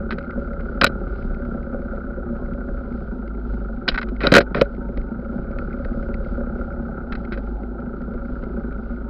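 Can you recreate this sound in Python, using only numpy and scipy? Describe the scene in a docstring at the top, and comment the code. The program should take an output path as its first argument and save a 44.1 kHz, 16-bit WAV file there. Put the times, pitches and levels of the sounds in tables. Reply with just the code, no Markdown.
"""A rutted woodland track, heard from a small cased camera on a plodding single-cylinder dirt bike.
The engine hums with its unbalanced mass, thumps the bodywork, clatters its valves and whines its gears.
The ground shakes the bike, loose parts tick, ruts knock the suspension and the tyres grind over stones.
Twigs and overhanging branches whip and scrape the case, the hardest blows overloading the input stage."""
import sys
import numpy as np
from scipy import signal
from scipy.fft import rfft, irfft, next_fast_len
from scipy.io import wavfile
from scipy.ndimage import map_coordinates

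SR = 44100
rng = np.random.default_rng(int(sys.argv[2]) if len(sys.argv) > 2 else 0)


def transcribe(signal):
    """Save signal, clipped to [-1, 1], as a 16-bit WAV file at the path in sys.argv[1]."""
    frames = np.atleast_2d(signal).T
    limited = np.clip(frames, -1, 1)
    pcm = np.round(limited * 32767).astype(np.int16)
    wavfile.write(sys.argv[1], SR, pcm)


N = 400869


def amp(db):
    """Decibels to gain."""
    return 10 ** (np.asarray(db) / 20)


def unit(x):
    """Scale to rms 1."""
    return x / np.sqrt(np.mean(np.abs(x) ** 2) + 1e-20)


def wobble(rate):
    """A smooth random curve, rate knots a second."""
    knots = rng.standard_normal(int(N * rate / SR) + 4)
    return map_coordinates(knots, [np.arange(N) * rate / SR])


def grid():
    """The frequencies on which responses are drawn."""
    return np.fft.rfftfreq(2 * next_fast_len(N // 2 + SR // 4), 1 / SR)


def filtered(x, response):
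    """x through a frequency response."""
    size = 2 * (len(response) - 1)
    return irfft(rfft(x, size) * response)[:N]


def colour(points):
    """A minimum-phase EQ curve through (frequency [Hz], gain [dB]) points."""
    hz, db = np.transpose(points)
    gain = amp(np.interp(np.log(grid() + 1), np.log(hz), db))
    cepstrum = irfft(np.log(gain))
    half = len(cepstrum) // 2
    return np.exp(rfft(np.r_[cepstrum[0], 2 * cepstrum[1:half]], 2 * half))


def resonances(modes, top_hz):
    """A bank of ringing modes of alternating polarity, rolled off steeply above top_hz."""
    f = grid()
    ring = sum((-1) ** k * amp(db) * 1j * f * width / (hz * hz - f * f + 1j * f * width)
               for k, (hz, width, db) in enumerate(modes))
    return ring / (1 - (f / top_hz) ** 2 + 1j * np.sqrt(2) * f / top_hz) ** 2


def noise(response):
    """Shaped noise at rms 1."""
    return unit(filtered(rng.standard_normal(N), response))


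def add(track, s, sound):
    """Mix a sound into a track at time s."""
    part = track[max(round(s * SR), 0):][:len(sound)]
    part += sound[:len(part)]


def strokes(cycles, fade, scatter_db):
    """An envelope that jumps once a cycle, each time to a new height, and fades within it."""
    heights = amp(scatter_db * rng.standard_normal(1024))
    return unit(heights[cycles.astype(int) % len(heights)] * np.exp(-(cycles % 1) / fade))


def burst(decay_s, crackle_db=3.5):
    """A contact that sticks and slips: lumpy noise with an instant attack and a quick decay."""
    t = np.arange(SR // 10) / SR
    lumps = np.interp(t, np.linspace(0, t[-1], 128), rng.standard_normal(128))
    slips = unit(amp(crackle_db * lumps))
    return rng.standard_normal(len(t)) * slips * np.exp(-(t / decay_s) ** 1.5)


def speed_gain(speed, cruise_db, growth_db):
    """Faster is louder: cruise_db at 30 crank turns a second, plus growth_db for each turn a second more."""
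    return amp(cruise_db + growth_db * (speed - 30))


def imbalance(speed, angle):
    """Unbalanced moving mass hums and shakes; the frame booms as the second order nears its resonance."""
    boom_hz, half_width_hz = 50.4, 2.8
    boom_db = 7.5 / (1 + ((2 * speed - boom_hz) / half_width_hz) ** 2)
    waver = amp(1.2 * wobble(8))
    hum = amp(-37.5 + boom_db) * np.sin(2 * angle)
    slow_orders = np.sin(angle) + amp(-5) * np.sin(1.5 * angle)
    shake = speed_gain(speed, cruise_db=-41, growth_db=0.96) * slow_orders
    return np.sqrt(2) * waver * (hum + shake)


def firing(turns, kick_db, steady, fade, scatter_db):
    """A sharp kick and a rough rush of gas on each turn; the power stroke, every other turn, kicks harder."""
    kicks = np.diff(np.floor(turns), prepend=0) * strokes(turns / 2, 0.47, scatter_db)
    gas = rng.standard_normal(N) * (steady + strokes(turns, fade, scatter_db))
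    return amp(kick_db) * unit(kicks) + unit(gas)


# Boxy modes of the bike's body: (frequency [Hz], width [Hz], level [dB])
BODY_MODES = [(97, 92, -15.5), (143.4, 41, -7), (190, 70, -5.5), (241.4, 28, 0.5), (351, 22, -7),
              (415, 45, -11), (665, 47, -21.5), (784, 48, -19), (950, 210, -29)]
# Hollow ring of a thin panel: (frequency [Hz], width [Hz], level [dB])
PANEL_MODES = [(495, 59, -9.5), (562, 18, -0.5), (670, 19, -17)]
def thump(speed, turns):
    """The firing pulses pound the body and set a thin panel ringing."""
    body_drive = firing(turns, kick_db=-7.5, steady=0.52, fade=0.54, scatter_db=2.5)
    body = unit(filtered(body_drive, resonances(BODY_MODES, top_hz=1260)))
    panel_drive = firing(turns, kick_db=-2.5, steady=0.3, fade=0.4, scatter_db=3)
    panel = unit(filtered(panel_drive, resonances(PANEL_MODES, top_hz=850)))
    return (speed_gain(speed, cruise_db=-31, growth_db=0.12) * body
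            + speed_gain(speed, cruise_db=-40.5, growth_db=0.55) * panel)


# Metallic midrange of the valve gear and piston: (frequency [Hz], gain [dB])
CLATTER_EQ = [(850, -27.5), (1110, -21), (1200, -6), (1380, 5.5), (1500, 0.5), (1650, -16), (1830, -26.5),
              (2000, -24.5), (2400, -29), (2650, -43), (3100, -43), (3400, -50), (5200, -53.5)]
def clatter(speed, turns):
    """The piston and valve gear clatter on every turn, just ahead of the kick."""
    impacts = rng.standard_normal(N) * (0.6 + strokes(turns + 0.12, fade=0.45, scatter_db=3))
    metal = unit(filtered(impacts, colour(CLATTER_EQ)))
    return speed_gain(speed, cruise_db=-40.5, growth_db=0.55) * metal


def gear_whine(angle, teeth=34):
    """The primary gear sings at its tooth rate, in snatches as the teeth take up load."""
    tone = np.sin(teeth * angle + 1.4 * wobble(50) + 5 * wobble(8))
    snatches = amp(-59.5 + 6.2 * wobble(14))
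    return filtered(snatches * tone, colour([(900, 2.0), (1000, -3), (1100, -9.5)]))


# The engine's revs, sagging and picking up: (time [s], crank speed [turns/s])
REVS = [(0.0, 33.9), (0.55, 33.1), (1.1, 34.4), (1.9, 32.3), (2.45, 31.5), (3.02, 29.0), (3.27, 25.8),
        (3.6, 26.0), (3.85, 22.4), (4.1, 25.0), (4.6, 26.2), (5.08, 26.6), (5.5, 34.2), (5.85, 34.0),
        (6.33, 34.3), (6.65, 32.6), (6.95, 32.8), (7.42, 24.6), (7.8, 26.7), (8.1, 28.4), (8.52, 28.7),
        (8.8, 26.8), (9.09, 27.1)]
def crank_speed():
    """Crank turns a second at every sample."""
    return np.interp(np.arange(N) / SR, *np.transpose(REVS))


def engine(speed):
    """One slightly unsteady crank drives all the engine's layers."""
    turns = np.cumsum(speed * (1 + 0.009 * wobble(7))) / SR
    angle = 2 * np.pi * turns
    return imbalance(speed, angle) + thump(speed, turns) + clatter(speed, turns) + gear_whine(angle)


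# Sub-heavy bed of the rough track: (frequency [Hz], gain [dB])
RUMBLE_EQ = [(8, -22), (20, -8.5), (33, -6.5), (46, -1), (62, -17.5), (90, -26.5), (140, -17.5),
             (300, -58.5)]
def ground_rumble(speed):
    """The rough track rocks the bike in uneven swells, more at speed."""
    swells = amp(3.3 * wobble(9.1))
    return speed_gain(speed, cruise_db=-37, growth_db=0.31) * swells * noise(colour(RUMBLE_EQ))


# Thin bed of hiss: (frequency [Hz], gain [dB])
HISS_EQ = [(1500, -6.5), (2600, -1), (3100, 3), (3450, -0.5), (4100, 4.5), (4400, -2), (5200, 0.5),
           (6500, -8)]
def hiss():
    """A faint, steady hiss that does not follow the engine."""
    return amp(-70) * noise(colour(HISS_EQ))


# Bright modes of the case's hard shell: (frequency [Hz], width [Hz], level [dB])
SHELL_MODES = [(1020, 130, -22.5), (1465, 210, 14), (1590, 190, 1), (1840, 250, -0.5), (2560, 260, -0.5),
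               (2920, 520, -14.5)]
# Gritty top end of its scratched surface: (frequency [Hz], gain [dB])
SCRATCH_EQ = [(1500, -29.5), (2500, -10.5), (3100, -6), (3450, -16.5), (3950, -1.5), (4500, -12.5),
              (5200, -8.5), (6000, -16)]
def camera_case(raps, scratches):
    """Raps ring the shell; scratches draw bright noise from its surface."""
    ring = filtered(raps, unit(resonances(SHELL_MODES, top_hz=4570)))
    return ring + filtered(scratches, unit(colour(SCRATCH_EQ)))


# Light flicks on the case: (time [s], level [dB], decay [s])
TWIG_FLICKS = [(0.107, -17.5, 0.0077), (0.122, -25, .012), (0.1834, -27, 0.0062), (3.915, -28.5, 0.017),
               (3.9436, -18.5, 0.0069), (3.9557, -21.5, .006), (3.976, -16, 0.0079), (3.985, -18, 0.0079),
               (4.014, -18.5, 0.0053), (4.0275, -22.5, 0.0067), (4.0865, -34, .007), (5.5864, -31, 0.0047),
               (5.8466, -28, 0.0041), (7.1222, -21.5, .008), (7.152, -26, 0.0057), (7.321, -28, 0.021),
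               (7.3744, -35, .01)]
def twigs():
    """Thin twigs rap and brush the shell, too light to flex the walls."""
    raps, scratches = np.zeros((2, N))
    for s, db, decay_s in TWIG_FLICKS:
        add(raps, s, amp(db) * burst(decay_s))
        add(scratches, s, amp(db - 12.5) * burst(decay_s))
    return camera_case(raps, scratches)


# The clear ticks of hard jolts: (time [s], level [dB])
JOLTS = [(0.3062, -33), (0.6075, -38.5), (1.223, -37), (1.344, -33.5), (1.4511, -40.5), (3.277, -37),
         (3.5388, -39.5), (4.1629, -37), (4.7486, -40), (4.9736, -27), (5.014, -40.5), (5.7286, -36.5),
         (5.8501, -40.5), (6.0275, -40.5), (6.142, -31.5), (6.2462, -39), (7.2496, -33), (8.0174, -39.5),
         (8.1375, -38.5), (8.4362, -38.5), (8.7251, -40.5)]
# Tinny modes of the loose parts: (frequency [Hz], width [Hz], level [dB])
LOOSE_MODES = [(2108, 240, -1), (3349, 250, -21.5), (4100, 3400, -20.5)]
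def loose_parts(faint_count=260):
    """Jolted parts tick softly, a few times clearly and many times faintly at random."""
    taps = np.zeros(N)
    for s, db in JOLTS:
        add(taps, s, amp(db - 3.5) * burst(decay_s=0.0041))
    for when, size in rng.random((faint_count, 2)):
        faint_db = -56 + 12.5 * size ** 3  # cubed, so strong ticks are rare
        add(taps, when * N / SR, amp(faint_db) * burst(decay_s=0.0022))
    return filtered(taps, unit(resonances(LOOSE_MODES, top_hz=5100)))


# Ruts under the wheels: (time [s], knock level [dB], heave level [dB])
RUT_HITS = [(0.373, -12.5, -24.5), (1.301, -36, -23.5), (1.741, -11, -23.5), (1.930, -18.5, -24.5),
            (2.177, -19, -26.5), (2.428, -18.5, -45), (2.685, -11.5, -31), (3.92, -32, -19.5),
            (4.974, -17, -22.5), (5.336, -16, -29.5), (5.85, -12.5, -26.5), (6.14, -19, -28),
            (6.407, -14.5, -33), (6.467, -14.5, -37), (6.586, -17, -36), (7.374, -10.5, -29),
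            (7.617, -27, -40.5), (8.136, -15.5, -28.5)]
def ruts(heave_hz=32, rise_s=0.014):
    """Each rut heaves the bike and knocks the suspension, sounding the body, panel and shell."""
    t = np.arange(SR // 2) / SR
    heave = t / rise_s * np.exp(1 - t / rise_s) * np.sin(2 * np.pi * heave_hz * t)
    knocks, heaves = np.zeros((2, N))
    for s, knock_db, heave_db in RUT_HITS:
        add(knocks, s, amp(knock_db - 11) * burst(decay_s=0.0052))
        add(heaves, s, amp(heave_db) * heave)
    body = unit(resonances(BODY_MODES, top_hz=1110))
    panel = amp(3) * unit(resonances(PANEL_MODES, top_hz=1010))
    shell = amp(-12) * unit(resonances(SHELL_MODES[:3], top_hz=1500))
    return heaves + filtered(knocks, body + panel + shell)


# Whips on the case: (time [s], rap level [dB], thud level [dB], scratch level [dB], decay [s])
BRANCH_HITS = [(0.8127, -3, -13, -2, .004), (0.8188, -4.5, -18.5, -19.5, .005),
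               (0.834, -7, -12, -9.5, 0.0055), (0.8426, 1, -16.5, -1.5, .0054),
               (0.864, -16, -22.5, -14, .008), (3.879, -13, -23.5, -15.5, .012),
               (3.884, -16.5, -24.5, -10, 0.011), (4.205, -22, -29.5, -33.5, .03),
               (4.234, -17.5, -20.5, -29, 0.047), (4.2687, -5.5, -9.5, -4, .003),
               (4.3183, -7, -7, -12.5, 0.0098), (4.339, -2.5, -10, -5, .0078),
               (4.3502, -2.5, -8.5, -2.5, .009), (4.364, 0, -2.5, -6, 0.0093), (4.38, -3.5, -4, -8.5, .007),
               (4.404, -17.5, -20.5, -22, .012), (4.546, -10.5, -16, -39, .0062),
               (4.559, -26, -24.5, -35.5, 0.048), (4.6124, -7, -3.5, -15, 0.0058)]
# Low modes of the case's walls: (frequency [Hz], width [Hz], level [dB])
WALL_MODES = [(107, 120, -12), (197, 76, -0.5), (296, 130, -2.5), (446, 120, -3), (559.5, 50, -1),
              (671, 80, -5.5)]
def branches():
    """Each blow raps the shell, scratches its surface and thuds through the walls and thin panel."""
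    raps, thuds, scratches = np.zeros((3, N))
    for s, rap_db, thud_db, scratch_db, decay_s in BRANCH_HITS:
        add(raps, s, amp(rap_db) * burst(decay_s))
        add(thuds, s, amp(thud_db) * burst(decay_s))
        add(scratches, s, amp(scratch_db) * burst(decay_s))
    walls = amp(3) * unit(resonances(WALL_MODES, top_hz=1090))
    panel = amp(-10.5) * unit(resonances(PANEL_MODES, top_hz=1000))
    return camera_case(raps, scratches) + filtered(thuds, walls - panel)


# A stony stretch of track: (start [s], end [s], level [dB])
STONY_STRETCH = (6.3, 7.95, -50)
# Midrange grind of the tyres: (frequency [Hz], width [Hz], level [dB])
TYRE_MODES = [(680, 90, -5.5), (810, 65, -1)]
def tyres(fade_s=0.22):
    """The tyres grind softly, fading in and out as they roll on to and off the stones."""
    start, end, db = STONY_STRETCH
    t = np.arange(N) / SR
    on_stones = np.clip(np.minimum(t - start, end - t) / fade_s + 0.5, 0, 1)
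    return on_stones * amp(db + 2.5 * wobble(20)) * noise(resonances(TYRE_MODES, top_hz=1200))


def scene():
    """Engine, track and undergrowth at one microphone."""
    speed = crank_speed()
    bed = engine(speed) + ground_rumble(speed) + hiss()
    return (bed + twigs() + loose_parts() + ruts() + branches() + tyres())[None]


# Muffled tone of the cased microphone: (frequency [Hz], gain [dB])
MICROPHONE_EQ = [(10, 2.5), (25, 4), (4750, -5), (5300, -12.5), (5900, -24), (6500, -45.5), (8000, -76.5)]
def record(dry):
    """A dull microphone feeds an input stage that clips hard, followed by a steep low-pass."""
    ceiling, top_hz = 0.72, 16000
    muffled = filtered(dry[0], colour(MICROPHONE_EQ))
    clipped = np.clip(muffled, -ceiling, ceiling)
    lowpass = signal.ellip(10, 0.1, 90, top_hz, fs=SR, output="sos")
    return signal.sosfilt(lowpass, clipped)[None]


dry = scene()
out = record(dry)
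transcribe(out)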